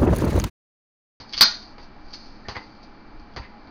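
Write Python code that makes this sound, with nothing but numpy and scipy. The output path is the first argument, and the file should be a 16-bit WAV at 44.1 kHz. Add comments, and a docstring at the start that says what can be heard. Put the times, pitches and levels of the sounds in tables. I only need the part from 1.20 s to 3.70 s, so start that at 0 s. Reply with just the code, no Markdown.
"""The tab of a drink can ticks over a humming fridge in a small kitchen. The lid tears open with a puff
of gas and a hollow ring, the tab is pushed home and tiny bubbles fizz. A few steps knock, thump and
creak on the floor, and a deep rumble swells now and then. The small microphone rings near 4.5 kHz,
has little treble and overloads on the burst."""
import sys
import numpy as np
from scipy import signal
from scipy.fft import rfft, irfft, next_fast_len
from scipy.io import wavfile
from scipy.ndimage import uniform_filter1d

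SR = 44100
rng = np.random.default_rng(int(sys.argv[2]) if len(sys.argv) > 2 else 0)


def materialize(psi):
    """Save the field psi as 16-bit PCM at rate SR to the path in sys.argv[1].

    A 1-D psi becomes a single channel; in a 2-D psi each row is a channel.
    """
    bounded = np.clip(np.atleast_2d(psi).T, -1, 1)
    quanta = np.round(bounded * 32767).astype(np.int16)
    wavfile.write(sys.argv[1], SR, quanta)


N = 110250
T = np.arange(N) / SR


def undb(db):
    return 10 ** (np.asarray(db) / 20)


def unit_rms(x):
    return x / np.sqrt(np.mean(x ** 2))


def per_khz(x):
    """Scales white noise of power 1 to power 1 per kHz."""
    return x * np.sqrt(SR / 2000)


def colour(x, points):
    """Minimum-phase filter through (Hz, dB) points."""
    hz, db = np.array(points, float).T
    size = 2 * next_fast_len(len(x))
    bins_hz = np.maximum(np.arange(size // 2 + 1) * SR / size, 1)
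    gain = undb(np.interp(np.log(bins_hz), np.log(hz), db))
    cepstrum = irfft(np.log(gain))
    cepstrum[1:size // 2] *= 2
    cepstrum[size // 2 + 1:] = 0
    return irfft(rfft(x, size) * np.exp(rfft(cepstrum)))[:len(x)]


def whiten(x, smooth_hz=160):
    """Flattens broad spectral humps; energy 1."""
    power = np.abs(rfft(x)) ** 2
    power = uniform_filter1d(power, int(smooth_hz * len(x) / SR) + 1) + 1e-9 * power.mean()
    flat = colour(x, np.c_[np.linspace(1, SR / 2, len(power)), -10 * np.log10(power)])
    return flat / np.sqrt(np.sum(flat ** 2))


def ring(x, hz, width_hz):
    """One resonance, gain 1 at its centre."""
    return signal.lfilter(*signal.iirpeak(hz, hz / width_hz, fs=SR), x)


def resonate(x, modes):
    return sum(undb(db) * ring(x, hz, width_hz) for hz, width_hz, db in modes)


def narrow_noise(hz, width_hz, widen=1):
    """Noise through two resonances in series; RMS 1."""
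    band = ring(rng.standard_normal(N), hz, width_hz)
    return unit_rms(ring(band, hz, widen * width_hz))


def fade(start_s, t60_s):
    """Sudden onset, exponential decay."""
    return (T >= start_s) * np.exp(-np.log(1000) * np.maximum(T - start_s, 0) / t60_s)


def swell(start_s, length_s):
    """Rounded rise and fall."""
    progress = np.clip((T - start_s) / length_s, 0, 1)
    return np.sqrt(np.abs(np.sin(np.pi * progress)))


def contact(start_s, length_s, size=8192):
    """Brief rattle falling 30 dB over length_s; energy of 30 ms at power 1 per kHz."""
    rattle = whiten(rng.standard_normal(size) * fade(0, 2 * length_s)[:size])
    placed = np.r_[np.zeros(int(start_s * SR)), rattle, np.zeros(N)][:N]
    return per_khz(placed * np.sqrt(.03 * SR))


def kitchen(x, early_db=1.5, early_t60_s=.073, tail_db=-3.5, tail_t60_s=.32, size=32768):
    """Direct sound, quick echoes off cupboards and walls, and a short tail."""
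    response = np.zeros(size)
    response[0] = 1
    for db, t60_s in ((early_db, early_t60_s), (tail_db, tail_t60_s)):
        echoes = rng.standard_normal(size) * fade(start_s=.001, t60_s=t60_s)[:size]
        response += undb(db) * whiten(echoes)
    return signal.fftconvolve(x, whiten(response))[:N]


# Fridge hum. Each row: centre in Hz, width in Hz, level in dB.
HUM_LINES = [(55.7, 6, -60.5), (118.9, 6, -63), (213.4, 24, -57), (262.4, 10, -66), (310, 12, -59),
             (725, 10, -67.5), (830, 12, -58.5)]

def fridge(whine_hz=2333, wobble_hz=5, whine_db=-65):
    """Wavering hum lines and a thin, wobbling whine."""
    hum = sum(undb(db) * narrow_noise(hz, width_hz) for hz, width_hz, db in HUM_LINES)
    pitch_hz = whine_hz + wobble_hz * narrow_noise(hz=10, width_hz=20)
    phase = 2 * np.pi * np.cumsum(pitch_hz) / SR
    return hum + undb(whine_db) * np.sqrt(2) * np.sin(phase)


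# Kitchen air. Each row: frequency in Hz, level in dB per kHz.
AIR_SPECTRUM = [(8, -34.5), (17, -23.5), (30, -40), (55, -41), (80, -50), (115, -45), (160, -50),
                (215, -42.5), (310, -44), (400, -49.5), (500, -52.5), (650, -50.5), (830, -49),
                (1050, -51.5), (1350, -53), (1800, -58), (2400, -62.5), (2750, -66), (3500, -69),
                (4500, -76), (7000, -76.5)]

def room_air():
    """Steady low rush of the room."""
    return colour(per_khz(rng.standard_normal(N)), AIR_SPECTRUM)


# Ticks on the lid. Each row: start in seconds, level in dB, length in seconds, relative ring in dB.
TAB_TICKS = [(0.001, -54, .04, -18.5), (0.094, -61.5, .004, -17), (0.1264, -51, .006, -16.5),
             (0.1337, -41.5, 0.024, 9), (0.14, -52, 0.017, 16), (0.168, -45, 0.013, -5),
             (0.1767, -36.5, 0.027, -10.5), (0.185, -45.5, .006, 10), (0.1906, -48, .01, -3),
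             (0.373, -67.5, .004, -5.5), (0.426, -59, .008, -6.5), (0.627, -62, 0.041, -8),
             (0.907, -67, 0.033, -10), (0.9313, -56, 0.011, -10.5), (0.9367, -49.5, 0.0074, -13),
             (0.9429, -51, .012, -7.5), (0.952, -63.5, .02, -7.5), (1.551, -72, 0.0096, -5),
             (1.629, -62.5, 0.035, -14.5), (1.9974, -70.5, 0.0041, -2), (2.137, -71.5, 0.018, 9)]
# Tick spectrum. Each row: frequency in Hz, gain in dB.
TICK_EQ = [(100, -13.5), (500, -10), (1100, -5), (2000, -5), (3500, -4), (4500, -0.5), (5600, 0),
           (7000, -0.5)]
# Lower ring of the lid. Each row: centre in Hz, width in Hz, gain in dB.
LID_RESONANCES = [(2220, 110, -4), (3010, 57, 3.5), (3300, 150, 2)]

def tab():
    """Tab and fingers tick on the lid; some ticks bring out its lower ring."""
    ticks, lid_drive = 0, 0
    for start_s, db, length_s, ring_db in TAB_TICKS:
        tick = undb(db) * contact(start_s, length_s)
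        ticks += tick
        lid_drive += undb(ring_db) * tick
    return colour(ticks, TICK_EQ) + resonate(lid_drive, LID_RESONANCES)


# Steps and scuffs. Each row: start in seconds, level in dB, length in seconds,
# relative click in dB, relative thump in dB.
FOOT_CONTACTS = [(0.002, -47, 0.13, -5, 7), (0.582, -48.5, .012, -6.5, -3), (0.596, -52, .02, -8, 8),
                 (1.2849, -36, 0.0066, 4.5, 0), (1.2879, -50, 0.018, 5, 10),
                 (1.295, -45.5, 0.014, 2.5, -13.5), (1.312, -43.5, .04, -0.5, 6.5),
                 (1.3553, -45.5, 0.0076, -13, 3), (1.3573, -43, 0.0071, -0.5, -15),
                 (1.366, -36, 0.013, -15.5, -16), (2.1628, -39, 0.0096, 2, -6),
                 (2.168, -39.5, 0.023, -5.5, 5), (2.175, -42.5, 0.018, -16, -0.5),
                 (2.196, -53.5, .01, -11, 25.5), (2.472, -54, 0.012, -8.5, 5.5)]
# Knock, click and thump spectra. Each row: frequency in Hz, gain in dB.
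KNOCK_EQ = [(40, 0), (110, 5), (190, -3.5), (270, 1.5), (400, -0.5), (580, -1.5), (900, 2), (1200, -2),
            (1600, -6), (2050, -4), (2600, -13.5), (3400, -15.5), (7000, -31)]
CLICK_EQ = [(300, -24.5), (1500, -21), (3000, -15), (4500, -17), (7000, -12.5)]
THUMP_EQ = [(15, -0.5), (45, 5.5), (62, 8.5), (85, -4), (115, 2.5), (170, -12), (400, -28.5), (2000, -57)]
# Ring of the floor. Each row: centre in Hz, width in Hz, gain in dB.
FLOOR_RESONANCES = [(400, 13, 3.5), (810, 24, -2.5), (873, 19, 4.5), (987, 45, -6.5)]

def steps(thump_s=.023):
    """A woody knock and a click echo in the room; the thump comes through the floor."""
    knock, click, thump = 0, 0, 0
    for start_s, db, length_s, click_db, thump_db in FOOT_CONTACTS:
        knock += undb(db) * contact(start_s, length_s)
        click += undb(db + click_db) * contact(start_s, length_s)
        thump += undb(db + thump_db) * contact(start_s, thump_s)
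    wood = colour(knock, KNOCK_EQ) + resonate(knock, FLOOR_RESONANCES)
    return kitchen(wood + colour(click, CLICK_EQ)) + colour(thump, THUMP_EQ)


# Crackle envelope. Each row: time in seconds, level in dB.
FIZZ_LEVELS = [(0, -92), (.12, -59.5), (.21, -70), (.26, -46), (.32, -63), (.38, -60), (.5, -70),
               (.57, -80.5), (.61, -62.5), (.68, -87), (.83, -76), (.91, -66), (.99, -62.5), (1.06, -63),
               (1.2, -74.5), (1.45, -68), (1.6, -76), (1.75, -84), (2.5, -83)]
# Crackle spectrum. Each row: frequency in Hz, gain in dB.
FIZZ_EQ = [(300, -21), (2000, -11.5), (3500, -4), (4500, 1.5), (5600, 1), (7000, 1)]

def fizz(pops_per_s=2500, spread_db=2.5):
    """Fine crackle at the can: fingers on the metal, then tiny bubbles."""
    pops = (rng.random(N) < pops_per_s / SR) * rng.standard_normal(N)
    pops *= undb(spread_db * rng.standard_normal(N))
    envelope = undb(np.interp(T, *np.array(FIZZ_LEVELS).T))
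    return colour(per_khz(unit_rms(pops)) * envelope, FIZZ_EQ)


# Bass swells. Each row: start in seconds, length in seconds, level in dB.
RUMBLE_SWELLS = [(0.149, 0.031, -37), (0.73, 0.19, -41), (1.889, 0.15, -36.5)]

def rumble():
    """The deepest bass swells softly now and then."""
    envelope = sum(undb(db) * swell(start_s, length_s) for start_s, length_s, db in RUMBLE_SWELLS)
    return narrow_noise(hz=23, width_hz=18) * envelope


# Jerks of the tearing lid. Each row: start in seconds, level in dB, length in seconds.
LID_TEARS = [(0.2092, -20, .012), (0.2137, -24.5, 0.019), (0.217, -31.5, .008), (0.2261, -28.5, .005),
             (0.2279, -28, .003)]
# Spectrum of tear and gas. Each row: frequency in Hz, gain in dB.
BURST_EQ = [(40, -8), (110, -8.5), (250, -7), (400, -10.5), (550, -8), (800, -4), (1100, -1), (1500, 1.5),
            (1850, 2), (2300, -0.5), (2800, -5), (3500, 4), (4500, 1), (5600, 0), (7000, 4.5)]
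# Ring of the can. Each row: centre in Hz, width in Hz, gain in dB.
CAN_RESONANCES = [(1075, 25, -3.5), (1256, 60, -2), (1440, 24, 4.5), (1550, 39, 3)]

def lid_burst(gas_start_s=.23, gas_db=-42.5, gas_t60_s=.25):
    """The lid tears along its score, the can rings hollow and gas escapes."""
    tear = sum(undb(db) * contact(start_s, length_s) for start_s, db, length_s in LID_TEARS)
    gas = undb(gas_db) * per_khz(rng.standard_normal(N)) * fade(gas_start_s, gas_t60_s)
    return colour(tear + gas, BURST_EQ) + resonate(tear, CAN_RESONANCES)


# Creaks. Each row: start in seconds, length in seconds, centre in Hz, width in Hz, level in dB.
FLOOR_CREAKS = [(1.245, 0.035, 1800, 200, -44.5), (1.349, 0.018, 1970, 507, -31.5),
                (2.216, 0.0438, 2020, 675, -44.5)]

def creaks():
    """Short rubs in the floor, each sounding one resonance."""
    return sum(undb(db) * narrow_noise(hz, width_hz, widen=2) * swell(start_s, length_s)
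               for start_s, length_s, hz, width_hz, db in FLOOR_CREAKS)


def scene():
    """Can and floor over the kitchen's background, in mono."""
    background = fridge() + room_air() + rumble()
    can = kitchen(tab() + fizz()) + kitchen(lid_burst())
    floor = steps() + kitchen(creaks())
    return (background + can + floor)[None]


# Microphone response. Each row: frequency in Hz, gain in dB.
MIC_EQ = [(2000, -0.5), (3500, -1), (3950, 4.5), (4300, 10), (4550, 13.5), (4820, 10.5), (5100, 5.5),
          (5550, -4.5), (6200, -4.5), (6700, -18.5), (7100, -35), (7800, -54.5), (9000, -70)]

def record(dry, drive_db=-.5, ceiling=.59, knee=12, lowpass_hz=15900):
    """The microphone rings and dulls the sound; its amplifier flattens the loudest peaks."""
    driven = undb(drive_db) * colour(dry[0], MIC_EQ)
    clipped = driven / (4 + np.abs(driven / ceiling) ** knee) ** (1 / knee)
    lowpass = signal.ellip(8, .2, 80, lowpass_hz, fs=SR, output="sos")
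    return signal.sosfilt(lowpass, clipped)[None]


dry = scene()
out = record(dry)
materialize(out)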